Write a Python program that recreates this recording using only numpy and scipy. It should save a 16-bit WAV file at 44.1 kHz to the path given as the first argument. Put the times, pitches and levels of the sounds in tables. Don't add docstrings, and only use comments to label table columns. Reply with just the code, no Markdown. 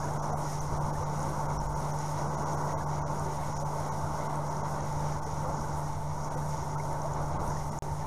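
import sys
import numpy as np
from scipy import signal
from scipy.fft import rfft, irfft, next_fast_len
from scipy.io import wavfile
from scipy.ndimage import uniform_filter1d, minimum_filter1d

SR = 44100
rng = np.random.default_rng(int(sys.argv[2]) if len(sys.argv) > 2 else 0)


def inscribe(sig):
    pcm = np.round(np.clip(np.atleast_2d(sig).T, -1, 1) * 32767)
    wavfile.write(sys.argv[1], SR, pcm.astype(np.int16))


def undo_db(level):
    steps = np.asarray(level, float) / 20
    return 10 ** steps


N = 355446


def colour(x, spectrum):
    hz, db = np.transpose(spectrum)
    size = next_fast_len(N + SR)
    log_hz = np.log(np.fft.rfftfreq(size, 1 / SR) + 1)
    log_gain = np.log(undo_db(np.interp(log_hz, np.log(hz), db, left=db[0], right=-90)))
    cepstrum = irfft(log_gain, size)
    cepstrum[1:size // 2] *= 2
    cepstrum[size // 2 + 1:] = 0
    y = irfft(rfft(x, size) * np.exp(rfft(cepstrum)), size)[:N]
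    return y / y.std()


def noise(spectrum):
    return colour(rng.standard_normal(N), spectrum)


def walk(rate):
    hold = int(SR / rate)
    steps = np.repeat(rng.standard_normal(N // hold + 1), hold)
    return 1.45 * uniform_filter1d(uniform_filter1d(steps, hold), hold)[:N]


def grains(rate, spread_db):
    size_db = spread_db * np.minimum(rng.exponential(size=N), 3)
    return (rng.random(N) < rate / SR) * undo_db(size_db) * rng.choice([-1, 1], N)


def curve(table):
    s, level = np.transpose(table)
    return np.interp(np.arange(N) / SR, s, level)


def bumps(events, half_s=None):
    t = np.arange(N) / SR
    return sum(e[1] * np.exp(-((t - e[0]) / (half_s or e[2])) ** 2) for e in events)


def bubbles(events, cycles, glide, trim_db):
    out = np.zeros(N + SR)
    for s, db, hz in events:
        cycle = np.arange(0, 10 * cycles, hz / SR)[:SR]
        age = cycle / cycles
        ring = age * np.exp(1 - age) * np.sin(2 * np.pi * cycle * (1 + glide * age))
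        start = int(s * SR)
        out[start:start + len(cycle)] += undo_db(db + trim_db) * ring
    return out[:N]


# frequency in Hz, level in dB rms.
PUMP_TONES = [(73.97, -55.9), (100.06, -55.4), (145.08, -55.5), (147.9, -38.1), (290.15, -59.6),
              (300.24, -59.3), (408.54, -64.3), (424.98, -65.1), (590.27, -58.5), (682.37, -56.8),
              (790.45, -53.2), (839.73, -61.8), (865.88, -50.6), (882.55, -54.8), (890.51, -48.1),
              (915.16, -50.6), (3451.84, -84.8), (9000.01, -87.5), (9816.37, -80.6), (9846.38, -79.0)]
# time in seconds, level in dB rms.
VANE_LEVEL = [(0, -38), (.86, -35.5), (1.5, -37.5), (1.9, -36), (3.17, -36.5), (3.39, -41), (3.62, -37),
              (4.1, -39), (4.45, -36.5), (4.6, -39), (5.01, -36), (5.27, -39.5), (5.5, -37), (5.76, -39),
              (6.06, -36), (6.26, -41), (6.42, -37.5), (8.06, -38.5)]
VANE_HZ = 147.9


def pumps():
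    t = np.arange(N) / SR
    out = np.zeros(N)
    for hz, db in PUMP_TONES:
        level_db = curve(VANE_LEVEL) - 0.4 if hz == VANE_HZ else db + 0.99 * walk(2.38)
        out += 2 ** 0.5 * undo_db(level_db) * np.sin(2 * np.pi * (hz * t + rng.random()))
    return out


# frequency in Hz, level in dB per Hz.
HEAVE_SPECTRUM = [(10, -5), (20, 4), (35, -4), (48, -14), (65, -32)]
THUD_SPECTRUM = [(25, -27.5), (42, -7.5), (55, -7), (76, -1), (98, -1), (112, -13), (138, -1), (160, -12.5),
                 (190, -31)]
RUSH_SPECTRUM = [(140, -29.5), (165, -2.5), (215, -4.5), (255, -11), (310, -7.5), (450, -9.5), (590, -4),
                 (720, -6), (830, -4), (960, 0), (1030, -8), (1075, -4), (1250, -12), (1500, -14),
                 (1750, -33.5)]
# centre in seconds, strength in dB, half length in seconds.
WALL_WAVES = [(.82, 10, 0.28), (1.6, 9, .2), (2.2, -1, .5), (3.5, 2, .2), (4.05, 4, .12), (4.4, -8, .2),
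              (5.01, 10, 0.15), (5.5, 9, .15), (6.06, 8, 0.24), (7.3, 10.5, 0.55), (8.0, -4, .1)]
# time in seconds, level in dB.
FLOW_LEVEL = [(0, -35.5), (.7, -37), (1.0, -35.5), (1.9, -37.5), (2.3, -35.5), (2.9, -35), (3.3, -37.5),
              (4.4, -35.5), (5.5, -37), (5.9, -39), (7.0, -37), (8.06, -39.5)]


def pipes():
    wave_db = bumps(WALL_WAVES)
    heave = undo_db(-51.5 + wave_db) * noise(HEAVE_SPECTRUM)
    thud = undo_db(-42.5 + 0.29 * wave_db) * noise(THUD_SPECTRUM)
    rush = undo_db(curve(FLOW_LEVEL) - 1.0 + 1.1 * walk(9)) * noise(RUSH_SPECTRUM)
    return heave + thud + rush


# frequency in Hz, level in dB per Hz.
SLOSH_SPECTRUM = [(1450, -17), (1700, -4.5), (2000, 0.5), (2200, -1.5), (2450, -10.5), (3100, -11),
                  (3900, -8.5), (4500, -12), (5000, -36)]
HOUSING_SPECTRUM = [(4200, -22.5), (4700, -12.5), (5300, -6), (5800, -0.5), (6200, -5.5), (6700, -1),
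                    (7200, -12.5), (7700, -23)]
HISS_SPECTRUM = [(6900, -18), (7300, -1.5), (7900, -3), (9600, 0), (10800, -6.5), (11500, -9),
                 (12800, -7.5), (13900, -10.5), (14100, -53)]
# time in seconds, strength in dB.
SWIM_STROKES = [(0, 2.5), (.53, 4.5), (.95, 0.5), (1.25, 2.5), (1.85, 2.5), (2.1, 3.5), (2.5, 2.5),
                (2.75, 1.5), (2.97, 0.5), (3.3, 2), (3.55, 2.5), (3.85, 3), (4.2, 2), (4.65, 1.5),
                (4.98, 4), (5.25, 2.5), (5.5, 1), (5.7, 1.5), (5.85, 1), (6.55, 3.5), (6.9, 2.5),
                (7.55, 4.5), (7.8, 2)]
# calm level in dB, share of the stir as a ratio.
FIZZ_LEVELS = [
    (-59, .7),
    (-54, 1),
    (-59, .6),
]
STROKE_HALF_S, RECEDE_DB_PER_S = 0.13, 0.41


def surface():
    stir_db = bumps(SWIM_STROKES, half_s=STROKE_HALF_S) - RECEDE_DB_PER_S * np.arange(N) / SR
    slosh_db, ring_db, hiss_db = (db + share * stir_db for db, share in FIZZ_LEVELS)
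    pops = grains(rate=400, spread_db=6.5)
    far_pops = np.roll(pops, N // 2)
    slosh = colour(rng.standard_normal(N) + 0.6 * pops, SLOSH_SPECTRUM)
    ring = colour(rng.standard_normal(N) + 1.5 * pops, HOUSING_SPECTRUM)
    hiss = colour(rng.standard_normal(N) + far_pops, HISS_SPECTRUM)
    slosh *= undo_db(slosh_db + 0.4 + 1.2 * walk(22))
    ring *= undo_db(ring_db + 1.05 + 1.2 * walk(26))
    hiss *= undo_db(hiss_db + 0.55 + 1.2 * walk(30))
    return slosh + ring + hiss


def babble(count=110, low_hz=350, octaves=2, db=-42, cycles=5.9, glide=0.015):
    events = []
    for when, size, pitch in rng.random((count, 3)):
        events.append((when * N / SR, db - 7.6 * size - 3.2 * pitch, low_hz * 2 ** (octaves * pitch)))
    return bubbles(events, cycles=cycles, glide=glide, trim_db=0.5)


# start in seconds, peak level in dB, frequency in Hz.
BLOOP_EVENTS = [(0.0274, -40, 1600), (0.9532, -41, 1720), (1.501, -45, 2100), (2.2069, -45, 1910),
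                (2.6314, -48, 1880), (2.6908, -41, 1860), (2.8045, -40, 1600), (2.9886, -47, 2070),
                (4.2083, -43, 1990), (5.0185, -48, 1620), (5.7334, -51, 2060), (6.797, -37, 2070),
                (6.9207, -48, 1660), (7.0873, -44, 1580), (7.5018, -44, 1640), (7.5652, -41, 1800)]


def bloops():
    return bubbles(BLOOP_EVENTS, cycles=6.0, glide=0.01, trim_db=-4.0)


# start in seconds, peak level in dB, frequency in Hz.
CRACKLE_EVENTS = [(0.0563, -42, 9910), (0.2563, -48, 9830), (0.8654, -43, 9500), (1.1932, -42, 8670),
                  (1.2156, -42, 9900), (1.2294, -42, 8340), (1.296, -39, 9700), (1.8058, -43, 9860),
                  (1.9884, -37, 9370), (2.0224, -43, 8450), (2.0614, -43, 9510), (3.1956, -39, 8550),
                  (3.8033, -43, 9720), (4.3565, -40, 8310), (4.9262, -46, 9500), (5.0868, -42, 8620),
                  (5.5029, -44, 7600), (5.7064, -46, 7620), (6.321, -44, 9010), (6.9296, -41, 9840),
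                  (7.4769, -44, 9570), (7.7218, -42, 8570)]


def crackles():
    return bubbles(CRACKLE_EVENTS, cycles=3.1, glide=0.0073, trim_db=1.0)


# start in seconds, peak level in dB, frequency in Hz.
TICK_EVENTS = [(0.1366, -34.5, 6620), (0.2567, -34, 5790), (0.6065, -26.5, 5900), (0.8664, -41, 5920),
               (1.0964, -39, 5580), (1.2047, -35, 5900), (1.2291, -31.5, 6600), (1.2974, -41, 5400),
               (1.4132, -36, 6090), (1.5898, -29, 5430), (1.6392, -39, 6530), (1.923, -35, 5700),
               (1.9884, -36, 5710), (2.0614, -38, 5710), (2.5324, -33, 5880), (3.196, -38, 6690),
               (4.357, -41, 6050), (4.568, -35, 5670), (4.8065, -35, 5930), (4.9264, -37, 6580),
               (5.5483, -37, 6670), (6.9296, -42, 6750), (7.0189, -34, 5840), (7.136, -33, 6630),
               (7.4774, -36, 5690)]


def ticks():
    return bubbles(TICK_EVENTS, cycles=3.8, glide=0.012, trim_db=-3.0)


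# start in seconds, peak level in dB, frequency in Hz.
GURGLE_EVENTS = [(.325, -29.5, 695), (.455, -40, 1320), (.585, -43, 1180), (.895, -43.5, 459),
                 (1.005, -37, 480), (1.025, -35, 1140), (1.985, -46, 1326), (2.105, -41, 1220),
                 (2.235, -37, 426), (2.735, -32, 613), (3.255, -38, 373), (3.615, -35, 543),
                 (4.485, -37, 647), (5.445, -34, 490), (5.635, -40, 1450), (6.355, -35, 496),
                 (6.755, -33.5, 1260), (6.83, -39, 617), (7.045, -29, 633), (7.515, -39, 1290)]


def gurgles():
    return bubbles(GURGLE_EVENTS, cycles=6.0, glide=0.015, trim_db=-1.5)


# start in seconds, peak level in dB, frequency in Hz.
BOOM_EVENTS = [
    (1.53, -32, 47.5),
    (3.22, -40, 390),
    (5.57, -36.5, 218),
    (7.4, -39.5, 306),
    (7.7, -37.5, 210),
]


def booms():
    return bubbles(BOOM_EVENTS, cycles=3.8, glide=0.0092, trim_db=-1.5)


def scene():
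    far_fizz = babble(count=90, low_hz=1700, octaves=0.35, db=-52, cycles=12.5, glide=0)
    water = pumps() + pipes() + surface() + babble() + far_fizz
    rings = bloops() + crackles() + ticks() + gurgles() + booms()
    return (water + rings)[None]


FRAME_S = 1024 / 48000


def cosine_basis():
    hop = round(FRAME_S * SR)
    n = np.arange(2 * hop) + 0.5
    k = np.arange(hop)[:, None] + 0.5
    window = np.sin(np.pi * n / (2 * hop))
    basis = np.sqrt(2 / hop) * window * np.cos(np.pi / hop * (n + hop / 2) * k)
    return hop, basis, k[:, 0] * SR / (2 * hop)


# frequency in Hz, level in dB.
MASKING_LEVEL = [(1500, -14), (2300, -5), (2900, -3.5), (3500, -4), (4400, -6), (5000, -10), (9500, -9),
                 (11300, -4.5), (12600, -4), (13900, -2)]


def mask(x, size=5):
    hop, basis, hz = cosine_basis()
    lines = np.lib.stride_tricks.sliding_window_view(x, 2 * hop)[::hop] @ basis.T
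    bands = np.arange(0, hop, size)
    power = uniform_filter1d(np.add.reduceat(lines ** 2, bands, axis=1), size=2, axis=0)
    mask_hz, mask_db = np.transpose(MASKING_LEVEL)
    under_db = np.interp(np.log(hz[bands]), np.log(mask_hz), mask_db, left=-90)
    usual = uniform_filter1d(power, size=15, axis=0)
    kept = minimum_filter1d(power > usual * undo_db(under_db) ** 2, size=2, axis=0, origin=-1)
    lost = (lines * ~kept[:, np.arange(hop) // size]) @ basis
    out = x.copy()
    out[:len(lost) * hop] -= lost[:, :hop].ravel()
    out[hop:(len(lost) + 1) * hop] -= lost[:, hop:].ravel()
    return out


# centre in seconds, length in frames, rounding step in dB.
STARVED_FRAMES = [(.188, 1, -34.5), (0.215, 1, -30.5), (.347, 1, -29.5), (0.602, 1, -31), (.794, 1, -34),
                  (.921, 1, -33), (1.476, 1, -35), (1.589, 1, -28.5), (1.746, 1, -37), (1.924, 1, -35.5),
                  (2.364, 1, -31.5), (2.449, 1, -33), (2.563, 1, -34.5), (2.758, 2, -33), (2.855, 1, -35.5),
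                  (3.005, 1, -35.5), (3.045, 2, -35.5), (3.546, 1, -35), (3.59, 1, -32), (3.643, 1, -31),
                  (3.907, 1, -32), (4.283, 1, -31), (4.626, 1, -36.5), (5.209, 1, -29.5), (5.252, 1, -34),
                  (6.297, 1, -33.5), (6.362, 1, -33.5), (6.766, 1, -34), (7.385, 1, -32), (7.706, 1, -34.5)]
PINCHED_CENTRES = [.317, .361, 1.049, 1.584, 1.68, 3.9, 4.496]
PINCHED_DB = -37


def starve(x):
    hop, basis, hz = cosine_basis()
    fine = np.minimum((hz / 1400) ** 5, 1) * np.where(hz > 12800, undo_db(-14.5), 1)
    out = x.copy()
    for s, frames, step_db in list(STARVED_FRAMES) + [(s, 1, PINCHED_DB) for s in PINCHED_CENTRES]:
        count = round(frames)
        step = undo_db(step_db) * fine
        for j in range(count):
            start = int(s * SR + (j - (count + 1) / 2) * hop)
            lines = basis @ out[start:start + 2 * hop]
            rounded = step * np.sign(lines) * np.floor(abs(lines) / step + 0.4)
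            out[start:start + 2 * hop] += (rounded - lines) @ basis
    return out


LOST_PACKET = 7.78967, 7.82295


def lose_packet(x, dry):
    start, end = (int(s * SR) for s in LOST_PACKET)
    before, after = np.arange(-100, 0) / SR, np.arange(100) / SR
    ring = np.exp(-((before + 0.0008) / 0.00063) ** 2) * np.sin(2 * np.pi * 6900 * before)
    x[start - 100:start] += undo_db(-32.5) * ring
    x[start:end] = undo_db(-40) * uniform_filter1d(dry[0, start:end], size=7)
    x[end:end + 100] += (undo_db(-27) - x[end]) * np.exp(-after / 0.0005)
    return x


def top_cut(x):
    return signal.sosfilt(signal.butter(12, 14660, fs=SR, output="sos"), x)


def record(dry):
    offset = 0.0106
    x = starve(mask(dry[0])) + offset
    mix = lose_packet(x, dry)[None]
    return top_cut(mix)


dry = scene()
out = record(dry)
inscribe(out)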